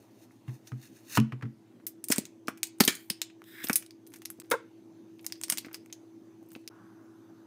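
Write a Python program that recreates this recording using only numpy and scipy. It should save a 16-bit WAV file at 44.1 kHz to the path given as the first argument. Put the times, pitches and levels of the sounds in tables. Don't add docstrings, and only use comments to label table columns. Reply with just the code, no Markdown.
import sys
import numpy as np
from scipy import signal
from scipy.fft import rfft, irfft
from scipy.io import wavfile
from scipy.ndimage import uniform_filter1d

SR = 44100
rng = np.random.default_rng(int(sys.argv[2]) if len(sys.argv) > 2 else 0)


def dump(signal):
    limited = np.clip(np.atleast_2d(signal).T, -1, 1)
    pcm = np.round(limited * 32767).astype(np.int16)
    wavfile.write(sys.argv[1], SR, pcm)


def boost_factor(decibels):
    exponent = np.asarray(decibels, float) / 20
    return 10 ** exponent


N = 328986

# (start [s], end [s])
JOINS = [
    (0, 1.8578),
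    (1.8628, 4.4245),
    (4.4325, 6.6908),
    (6.6998, 7.5),
]
# (pitch [Hz], width [Hz], level [dB])
WALL = [(2300, 1400, 3.5), (3760, 430, 0.5), (5200, 890, 3), (6440, 540, 3.5), (8760, 1000, 4),
        (11595, 940, 0.5)]


def evened(x):
    return x / np.sqrt(np.mean(x ** 2) + 1e-20)


def read(points, hz):
    f, value = np.transpose(points)
    return np.interp(np.log(hz + 1), np.log(f + 1), value)


def add(mix, s, sound):
    part = mix[round(s * SR):][:len(sound)]
    part += sound[:len(part)]


def lumps(n, smooth):
    return evened(uniform_filter1d(rng.standard_normal(n), smooth))


def resonate(x, hz, width_hz):
    r = np.exp(-np.pi * abs(width_hz) / SR)
    c = np.cos(2 * np.pi * hz / SR)
    return 2 * (1 - r) * signal.lfilter([1, -r * c], [1, -2 * r * c, r ** 2], x)


def resonate_twice(x, hz, width_hz):
    return resonate(resonate(x, hz, width_hz), hz, width_hz)


def coloured(x, db):
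    log_gain = np.log(boost_factor(np.concatenate([db, db[-2:0:-1]])))
    response = np.exp(log_gain - 1j * signal.hilbert(log_gain).imag)
    return irfft(rfft(x) * response[:len(db)], len(x))


def played(rows, sound, column=1):
    s, db = np.transpose(rows)[[0, column]]
    return sound * boost_factor(np.interp(np.arange(N) / SR, s, db, -200, -200))


def stroked(rows, sound):
    t = np.arange(N) / SR
    stroke_db = 22.5
    level = 0
    for s, db, swell, fade in rows:
        level = level + boost_factor(db - stroke_db * np.maximum((s - t) / swell, (t - s) / fade))
    return sound * level


def hiss(peaks, base_db, lumpy_db):
    n = rng.standard_normal(N) * boost_factor(lumpy_db * lumps(N, 200))
    n = signal.sosfilt(signal.butter(2, 1200, "high", fs=SR, output="sos"), n)
    ringing = sum(boost_factor(db) * resonate_twice(n, hz, width) for hz, width, db in peaks)
    return evened(boost_factor(base_db) * n + ringing)


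def modes(table, rise, upper_db=0.):
    t = np.arange(SR // 3) / SR
    ring = 0
    for k, (hz, db, t60) in enumerate(table):
        ring = ring + boost_factor(db + upper_db * (k > 0) - 60 * t / t60) * np.sin(2 * np.pi * hz * t)
    ring = ring * (1 - np.exp(-t / max(rise, 1e-4)))
    return ring / abs(ring).max()


def room_noise():
    # (frequency [Hz], level [dB per Hz])
    hush_colour = [(40, -53), (62, -48), (85, -41.5), (110, -24.5), (160, -30.5), (210, -13), (300, -13),
                   (400, -21), (470, -26.5), (900, -30.5), (1300, -39), (2000, -41.5), (6000, -47.5),
                   (8000, -51), (16000, -54)]
    frames, hz = N // 256 + 5, np.fft.rfftfreq(1024, 1 / SR)
    a, b, patches = rng.standard_normal((frames, 513, 3)).T
    patches = evened(uniform_filter1d(uniform_filter1d(patches, 10, 0), 12, 1))
    spectrum = (a + 1j * b) * boost_factor(read(hush_colour, hz)[:, None] + 2.5 * patches)
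    return evened(signal.istft(spectrum, nperseg=1024, noverlap=768)[1][:N])


def fridge():
    # (pitch [Hz], level [dB])
    hum = [(327.8, 0), (336.4, -14), (356.6, -15), (382.3, -15)]
    throb_hz = [109.3, 120.0]
    wobble, t = rng.standard_normal(N), np.arange(N) / SR
    tones = 0
    for hz, db in hum:
        steady = np.sqrt(2) * np.sin(2 * np.pi * hz * t)
        tones = tones + boost_factor(db) * (steady + 0.13 * evened(resonate(wobble, hz, 2.1)))
    whine = boost_factor(-29.5) * evened(resonate_twice(wobble, 6150, 600))
    throb = sum(np.sin(2 * np.pi * hz * t) for hz in throb_hz)
    return tones + whine, throb + 0.088 * evened(resonate(wobble, 100, 15))


def background():
    # (room noise [dB], fridge tone [dB], fridge throb [dB])
    levels = [
        (-57.5, -62.5, -65.5),
        (-60, -54.5, -67),
        (-58.5, -53.5, -66.5),
        (-58, -54.5, -65.5),
    ]
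    tones, throb = fridge()
    return boost_factor(np.array(levels)) @ np.array([room_noise(), tones, throb])


def thumb_rubs():
    # (peak time [s], peak [dB], swell [s], fade [s])
    strokes = [(0.002, -67, .02, 0.16), (.238, -62, 0.18, 0.052), (.312, -71.5, 0.021, 0.19),
               (.482, -64.5, 0.03, 0.19), (.676, -55.5, 0.029, 0.045), (.545, -63.5, .04, 0.046),
               (.72, -73, 0.071, 0.17), (.838, -51.5, 0.058, 0.079), (.968, -58, 0.069, 0.1),
               (1.12, -47, 0.054, 0.067), (1.165, -31, 0.065, 0.02)]
    # (pitch [Hz], width [Hz], level [dB])
    lid = [(1820, 740, 3), (2600, 690, 4), (3780, 590, 3.5), (4350, 540, 3.5), (5200, 900, -2),
           (6300, 1740, 2), (8800, 1800, -6.5), (11100, 810, -5), (14000, 3400, -14)]
    return stroked(strokes, hiss(lid, -2.8, 1.9))


def snap(ring_hz, after_db, low_db, high_db, wall_db):
    t, hz = np.arange(8192) / SR, np.fft.rfftfreq(8192, 1 / SR)
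    noise = rng.standard_normal(8192)
    tick = 3.09 * np.exp(-t / .00005) * np.sign(noise[0])
    crack = boost_factor(-60 * t / .007)
    grain_db = after_db + 2.1 * lumps(8192, 30)
    rattle = boost_factor(grain_db) * (boost_factor(-60 * t / 0.041) + boost_factor(-8.5 - 60 * t / 0.1))
    burst = noise * (crack + rattle) * (t < .13) + tick
    tilt_db = read([(150, low_db - 32.5), (500, low_db + 2.0), (1300, low_db + 9.0), (4000, 0.00023),
                    (10000, high_db + 4.5), (16000, high_db + 4.5)], hz)
    tilt_db = tilt_db - 2.5 * np.log2(ring_hz / 4500) * (hz < 1800) * (low_db < -10)
    ring_db = min(10, ring_hz / 350) / (1 + ((hz - ring_hz) / (300 + .06 * ring_hz)) ** 2)
    sound = coloured(burst, tilt_db + ring_db + wall_db)
    upper = irfft(rfft(sound) * (hz > 1800))
    return sound / abs(upper).max()


def snaps():
    bright = [(1.8673, -18.5, 13200, 6), (2.0412, -18, 8400, -11), (2.0851, -20.5, 11100, 0),
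              (2.1152, -14, 5680, 5), (3.7085, -28, 12000, -5), (2.952, -24, 6850, -3),
              (2.6704, -31, 7490, -2), (2.851, -5.5, 13030, -14), (3.7304, -12, 5400, 0),
              (3.7571, -5.5, 10500, -2), (4.1867, -49, 8830, -5), (5.2287, -49, 12080, -5),
              (5.2523, -42, 12660, -1), (5.2652, -13.5, 5320, -18), (5.7308, -33, 14500, -15.5),
              (6.5465, -52, 14500, -10), (6.4368, -56, 7500, -9.5), (6.5385, -51, 7970, -7.5),
              (6.615, -57, 11460, -5), (4.417, -50, 12970, -7.5), (6.4879, -50, 12400, -6.5),
              (6.5317, -43.5, 14800, 0)]
    crisp = [(2.1824, -5.5, 7850, -11), (2.265, -40, 8480, -15), (2.6318, -9.5, 7600, -8.5),
             (2.8781, -5.5, 2600, -7), (4.1595, -37, 2150, 9), (4.4002, -25.5, 7880, -14),
             (5.428, -35, 8640, -14.5), (5.5, -3.5, 10300, -13), (5.5829, -11, 4360, -20),
             (1.174, -11.5, 4370, -25)]
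    pinched = [(.673, -37, 6300, 1), (1.2008, -20, 2600, -23), (2.1216, -5, 9170, -9.5),
               (2.2538, -27.5, 7170, -11), (2.4725, -35.5, 5430, 3), (2.836, -17, 4300, -1.5),
               (2.8777, -0.5, 3200, -8.5), (2.889, -12.5, 1850, 6), (3.1016, -10.5, 4780, -12),
               (3.1019, -15.5, 3200, -12), (3.2174, -18, 4130, -11), (3.2172, -11, 7330, -9.5),
               (3.8633, -31.5, 10200, -16.5), (3.9082, -36, 4740, -12), (4.067, -41.5, 9440, -2.5),
               (4.2531, -30.5, 6380, -6.5), (4.2567, -17, 11300, -18), (4.5165, -15.5, 3760, -19),
               (5.3234, -19, 5000, -15.5), (5.4357, -19, 8500, -6), (5.5737, -19.5, 7560, -10),
               (5.9267, -25.5, 6460, -7.5), (5.5845, -20.5, 11800, -2), (6.505, -46, 8730, -2),
               (2.6313, -8, 8400, -8.5), (6.677, -21, 5150, -13)]
    full = [(2.1018, -17, 7220, 13), (2.118, -19.5, 8100, 3.5), (2.1602, -20.5, 8230, 2.5),
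            (2.5748, -37, 2400, -2.5), (2.8022, -8.5, 5200, -5.5), (2.8052, -1, 4380, 2),
            (2.8076, -7.5, 1600, 2.5), (2.8395, -16, 4740, -0.5), (2.7855, -44.5, 9000, -12),
            (2.1234, -6.5, 5500, -8.5), (3.4407, -41, 3530, -11), (3.641, -20, 3000, 7),
            (3.8247, -33.5, 2490, -5), (4.1203, -47, 2300, 1), (4.1296, -47, 11730, 9),
            (4.1382, -32.5, 2360, -2.5), (4.2197, -34.5, 2750, -9), (4.5116, -26.5, 2190, -3),
            (4.5132, -15.5, 1890, 4.5), (5.245, -38, 2340, 3), (5.414, -21, 7640, -25),
            (5.6596, -42, 5000, 10), (5.483, -30, 5380, -8), (5.4952, -30, 5400, 13), (5.507, -24, 8660, 3),
            (5.5227, -13.5, 8540, 6), (5.7443, -21.5, 4870, -3.5), (5.8607, -40.5, 2330, -22.5),
            (6.561, -41, 1880, -7.5)]
    crinkle = [(3.1, -15.5, 9440, -5.5), (3.6862, -15, 12580, -14.5), (4.0732, -40, 12400, -3),
               (4.1039, -46, 10300, -2.5), (4.3023, -20.5, 11800, -10), (4.502, -30, 10850, -8.5),
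               (5.21, -50, 11760, -3.5), (6.4282, -52, 1803, -11.5), (6.463, -55, 8350, -12),
               (6.5147, -54, 12600, 11), (6.5183, -36.5, 2020, -14), (6.595, -55, 2430, -7)]
    dents = [(1.1762, -23, 1900, -4), (2.4825, -19, 1900, -16), (2.8801, -24, 2110, 10),
             (3.4191, -41.5, 2240, -18), (3.6974, -14.5, 2300, -9.5), (5.631, -59, 1200, 0),
             (2.4832, -22, 1090, -7)]
    clacks = [(.309, -56.5, 2020, -4), (.4805, -47, 2740, 8), (.493, -48, 2010, 4),
              (.7191, -45.5, 2180, -10), (1.1728, -18.5, 2760, 5), (1.3217, -38.5, 2900, 2),
              (1.3225, -35, 1900, -3.5), (1.4117, -45, 1780, 2), (1.4238, -34.5, 1600, 17),
              (1.4537, -49, 2040, 12), (1.8001, -60, 1780, -1), (1.8113, -64, 1810, -13),
              (5.6686, -49, 2150, -19), (5.6848, -45.5, 1830, -5), (5.7134, -49, 1820, -4)]
    muffled = [(5.194, -42.5, 2700, -5), (5.3555, -41, 5100, 2), (5.6476, -35, 2100, 6),
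               (5.3, -46, 2700, -6), (5.904, -59, 2500, -3), (6.5517, -34.5, 2730, -7.5),
               (3.6708, -26.5, 5530, -1), (5.9, -52.5, 2500, 5), (6.64, -59, 2000, -7),
               (4.418, -44.5, 2400, -9), (4.4463, -52.5, 1700, -1), (5.738, -46, 2500, -3),
               (3.3, -46, 2700, -3)]
    # (rows, lows [dB], highs [dB])
    kinds = [(bright, -15.5, 6), (crisp, -14.5, -0.86), (pinched, -20.5, -10.5), (full, -4, -1.1),
             (crinkle, -2, 9), (dents, 10.5, -3.5), (clacks, 9.8, -19.5), (muffled, -7.5, -23)]
    out, t, hz = np.zeros(N), np.arange(8192) / SR, np.fft.rfftfreq(8192, 1 / SR)
    wall_db = sum(db / (1 + (2 * (hz - f) / width) ** 2) for f, width, db in WALL)
    for rows, low_db, high_db in kinds:
        for s, db, ring_hz, after_db in rows:
            sound = boost_factor(db) * snap(ring_hz, after_db, low_db, high_db, wall_db)
            left = min(end - s for _, end in JOINS if end > s)
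            add(out, s - .0001, sound[t < min(left, .15)])
    return out


def knocks():
    # (time [s], peak [dB], share of upper modes [dB])
    hits = [(0.478, -28, -15.5), (0.717, -28.5, -11.5), (1.173, -11.5, 1), (1.183, -14, -8),
            (1.322, -26.5, -8.5), (1.425, -26, -8), (1.443, -27.5, -11.5)]
    # (pitch [Hz], level [dB], time to die 60 dB [s])
    board = [(127.4, -3, 0.13), (143.6, -11, 0.15), (222.9, -10.5, 0.22), (270, -4, 0.099),
             (350, -8.5, 0.082), (398, -11, 0.062), (448, -17.5, 0.089), (600, -19, 0.04), (770, -16, 0.04),
             (1010, -16, .045), (1283, -11, 0.043)]
    out = np.zeros(N)
    for s, db, upper_db in hits:
        vary = rng.uniform([.985, .6, .8], [1.015, 1.4, 1.2], (len(board), 3))
        add(out, s, boost_factor(db) * modes(board * vary, 0.025, upper_db))
    return out


def creeping():
    # (peak time [s], peak [dB], swell [s], fade [s])
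    creep = [(4.36, -74.5, .5, 0.3), (4.436, -71.5, .004, .09), (5.3, -70, .2, 0.42), (5.53, -71.5, .4, .5),
             (6.6, -79, .3, 0.058)]
    rustle = [(2.1232, -28, 0.016, 0.01), (2.128, -39.5, 0.031, 0.11), (2.882, -28, 0.0022, 0.095),
              (3.103, -59, 0.0023, 0.115), (3.219, -64, .002, 0.083)]
    fizz = [(3, -58.5, .06, .2), (3.645, -38, .01, .08), (3.76, -39, .002, .06), (2.89, -50.5, .02, 0.0897)]
    # (pitch [Hz], width [Hz], level [dB])
    belly = [(1800, 1200, 5.5), (2300, 310, 3), (3200, 590, 1), (4300, 1400, 2.5), (7000, 2500, -2.5),
             (9200, 1500, -3.5)]
    # (pitch [Hz], width [Hz], level [dB])
    label = [(9500, 2500, 0), (12000, 2500, 1), (14000, 2500, 4)]
    creaks = stroked(creep, hiss(WALL, 9, 6.0))
    return creaks + stroked(rustle, hiss(belly, -8, 2.5)) + stroked(fizz, hiss(label, -25.5, 2.5))


def pops():
    # (time [s], peak [dB], pitch [Hz], rise [s])
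    flips = [(2.102, -17.5, 271.4, 0.0025), (2.183, -18.5, 241, 0.002), (2.483, -25.5, 270, .0021),
             (2.8061, -8, 240.6, 0.005), (2.879, -15, 283, 0.0012), (3.104, -31, 216, 0.0017),
             (3.643, -31, 290, 0.0021), (3.699, -19.5, 247, 0.0034), (4.388, -40.5, 285, 0.002),
             (5.523, -35.5, 256, 0.0018), (5.646, -44, 294, .0018), (5.667, -35.5, 282, 0.0009),
             (6.425, -46, 327, 0.0025), (6.561, -35.5, 311, 0.0015)]
    pop_cycles, grip_cycles = 11, 2.68
    out, t = np.zeros(N), np.arange(SR // 3) / SR
    for s, db, hz, rise in flips:
        t60 = pop_cycles / hz
        partials = [(hz, 0, t60), (2.2 * hz, -10, 0.66 * t60), (1.5 * hz, -8, 0.92 * t60),
                    (1.2 * hz, -8, 1.0 * t60), (3.3 * hz, -18, .6 * t60)]
        grip = .12 + 0.89 * np.exp(-(t * hz / grip_cycles) ** 4)
        add(out, s, boost_factor(db) * modes(partials, rise) * grip)
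    return out


def panel_rings():
    # (time [s], peak [dB])
    hits = [
        (2.8785, -15.5),
        (2.806, -22),
    ]
    # (pitch [Hz], level [dB], time to die 60 dB [s])
    panel = [(360.2, -2, 0.081), (1450, -12, .05), (1779, 0, .075), (2180, -9, .12), (2320, -5.5, .11),
             (3036, -9, 0.11), (3606, -8, .06)]
    out = np.zeros(N)
    for s, db in hits:
        add(out, s, boost_factor(db) * modes(panel, 0.0011))
    return out


def air_jet():
    # (time [s], level [dB], whistle [dB])
    puffs = [
        (3.442, -73.5, -6.5),
        (3.47, -58, -6.5),
        (3.612, -52, 5.5),
        (3.63, -50, 3.5),
        (3.638, -40, -12),
        (3.645, -46, -13),
    ]
    # (pitch [Hz], width [Hz], level [dB])
    jet = [(3610, 800, 4), (5000, 900, -7), (7965, 700, -8), (9510, 1200, -8), (13500, 2000, -3.5),
           (15000, 1500, -6)]
    flutter = rng.standard_normal(N) * boost_factor(1.9 * lumps(N, 400))
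    whistle = evened(resonate_twice(flutter, 1760, 670))
    return played(puffs, hiss(jet, -9.5, 0.73) + played(puffs, whistle, column=2))


def sputter():
    # (time [s], level [dB])
    bursts = [(4.5132, -11.5), (4.5155, -5), (4.5173, 0), (4.5193, -4), (4.5208, -5), (4.5236, -4),
              (4.528, -24.5), (4.535, -20)]
    # (pitch [Hz], level [dB], time to die 60 dB [s])
    nozzle = [(386, -5.5, 0.02), (459, -2.5, 0.07), (532, -2.5, 0.03), (654, -4.5, 0.025), (787, -4, 0.022),
              (980, 2, 0.014), (1328, 4.5, 0.02), (1600, 5, 0.013), (2150, 0, 0.014), (3690, -4.5, 0.017)]
    out = np.zeros(N)
    for s, db in bursts:
        vary = rng.uniform([.992, .6, 1], [1.008, 1.4, 1], (len(nozzle), 3))
        add(out, s, boost_factor(db - 13.0) * modes(nozzle * vary, 0.0006))
    return out


def squeaks():
    # (time [s], level [dB], start pitch [Hz], hold [s])
    voices = [
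        (4.525, -24, 445, .018),
        (4.545, -35.5, 397, .011),
    ]
    # (multiple of the pitch, level [dB])
    overtones = [(1, 1), (2, -2.5), (3, -3.5), (4, -17.5), (5, -25)]
    climb_hz, climb_s, t60 = 170, 0.0305, 0.037
    out, t = np.zeros(N), np.arange(SR // 5) / SR
    for s, db, start_hz, hold in voices:
        rough = lumps(len(t), 120)
        pitch = (start_hz + climb_hz * (1 - np.exp(-t / climb_s))) * (1 + 0.028 * rough)
        turns = np.cumsum(pitch) / SR
        fade_db = -60 * np.maximum(t - hold, 0) / t60
        stack = sum(boost_factor(k_db + fade_db) * np.sin(2 * np.pi * k * turns) for k, k_db in overtones)
        add(out, s, boost_factor(db + 2.5 * rough) * stack * np.minimum(t / .003, 1))
    return out


def knife_spread():
    # (time [s], level [dB])
    drag = [
        (6.7, -77),
        (6.712, -60),
        (6.97, -65.5),
        (7.2, -70),
        (7.46, -68),
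    ]
    # (frequency [Hz], level [dB per Hz])
    smear_colour = [(500, -6.5), (900, 2), (1500, 3), (2200, -19), (4000, -40)]
    gain = boost_factor(read(smear_colour, np.fft.rfftfreq(N, 1 / SR)))
    return played(drag, evened(irfft(rfft(rng.standard_normal(N)) * gain, N)))


def kitchen(x):
    # (frequency [Hz], level [dB])
    echo_colour = [(200, -3), (1200, -4), (2500, -1.5), (8000, -0.5)]
    # (frequency [Hz], time to die 60 dB [s])
    decay = [(200, 0.36), (1000, 0.25), (2200, 0.31), (4200, 0.26), (8000, 0.2), (15000, 0.047)]
    taps = np.zeros(SR // 2)
    at = np.arange(200, len(taps) - 10, 10)
    taps[at + rng.integers(0, 10, len(at))] = rng.choice([-1., 1.], len(at))
    hz, t, z = signal.stft(taps, SR, nperseg=256)
    tail_db = read(echo_colour, hz)[:, None] - 60 * t / read(decay, hz)[:, None]
    tail = signal.istft(z * boost_factor(tail_db), SR, nperseg=256)[1]
    return signal.fftconvolve(x, tail[None] / np.linalg.norm(tail), axes=1)[:, :N]


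def scene():
    t = np.arange(N) / SR
    inside = np.array([np.clip(np.minimum(t - a, b - t) / .0006, 0, 1) for a, b in JOINS])
    far = background()
    near = thumb_rubs() + snaps() + knocks() + creeping() + pops() + panel_rings()
    near = near + air_jet() + sputter() + squeaks() + knife_spread()
    near = near * inside
    takes = (near + boost_factor(-18.5) * kitchen(near) + far) * inside
    return (takes.sum(0) + boost_factor(-87.0) * rng.standard_normal(N))[None]


def band_limit(x):
    return signal.sosfilt(signal.butter(12, 17140, fs=SR, output="sos"), x)


def record(dry):
    # (frequency [Hz], level [dB])
    edge = [(15500, -1), (15900, -24.5), (16900, -29.5), (17200, -70.5)]
    power_db = 10 * np.log10(abs(uniform_filter1d(dry[0] ** 2, 2000)) + 1e-12)
    fall = np.arange(N) * 13.0 / SR
    held_db = np.maximum.accumulate(power_db + fall) - fall
    over_db = np.maximum(held_db + 28.0, 0)
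    ducked = dry / boost_factor(0.21 * uniform_filter1d(over_db, 2000, origin=999))
    cut = signal.sosfilt(signal.butter(4, 86, "high", fs=SR, output="sos"), ducked)
    cut = 1.1 * np.tanh(cut / 1.1)
    cut = irfft(rfft(cut) * boost_factor(read(edge, np.fft.rfftfreq(N, 1 / SR))), N)
    return band_limit(cut)


dry = scene()
out = record(dry)
dump(out)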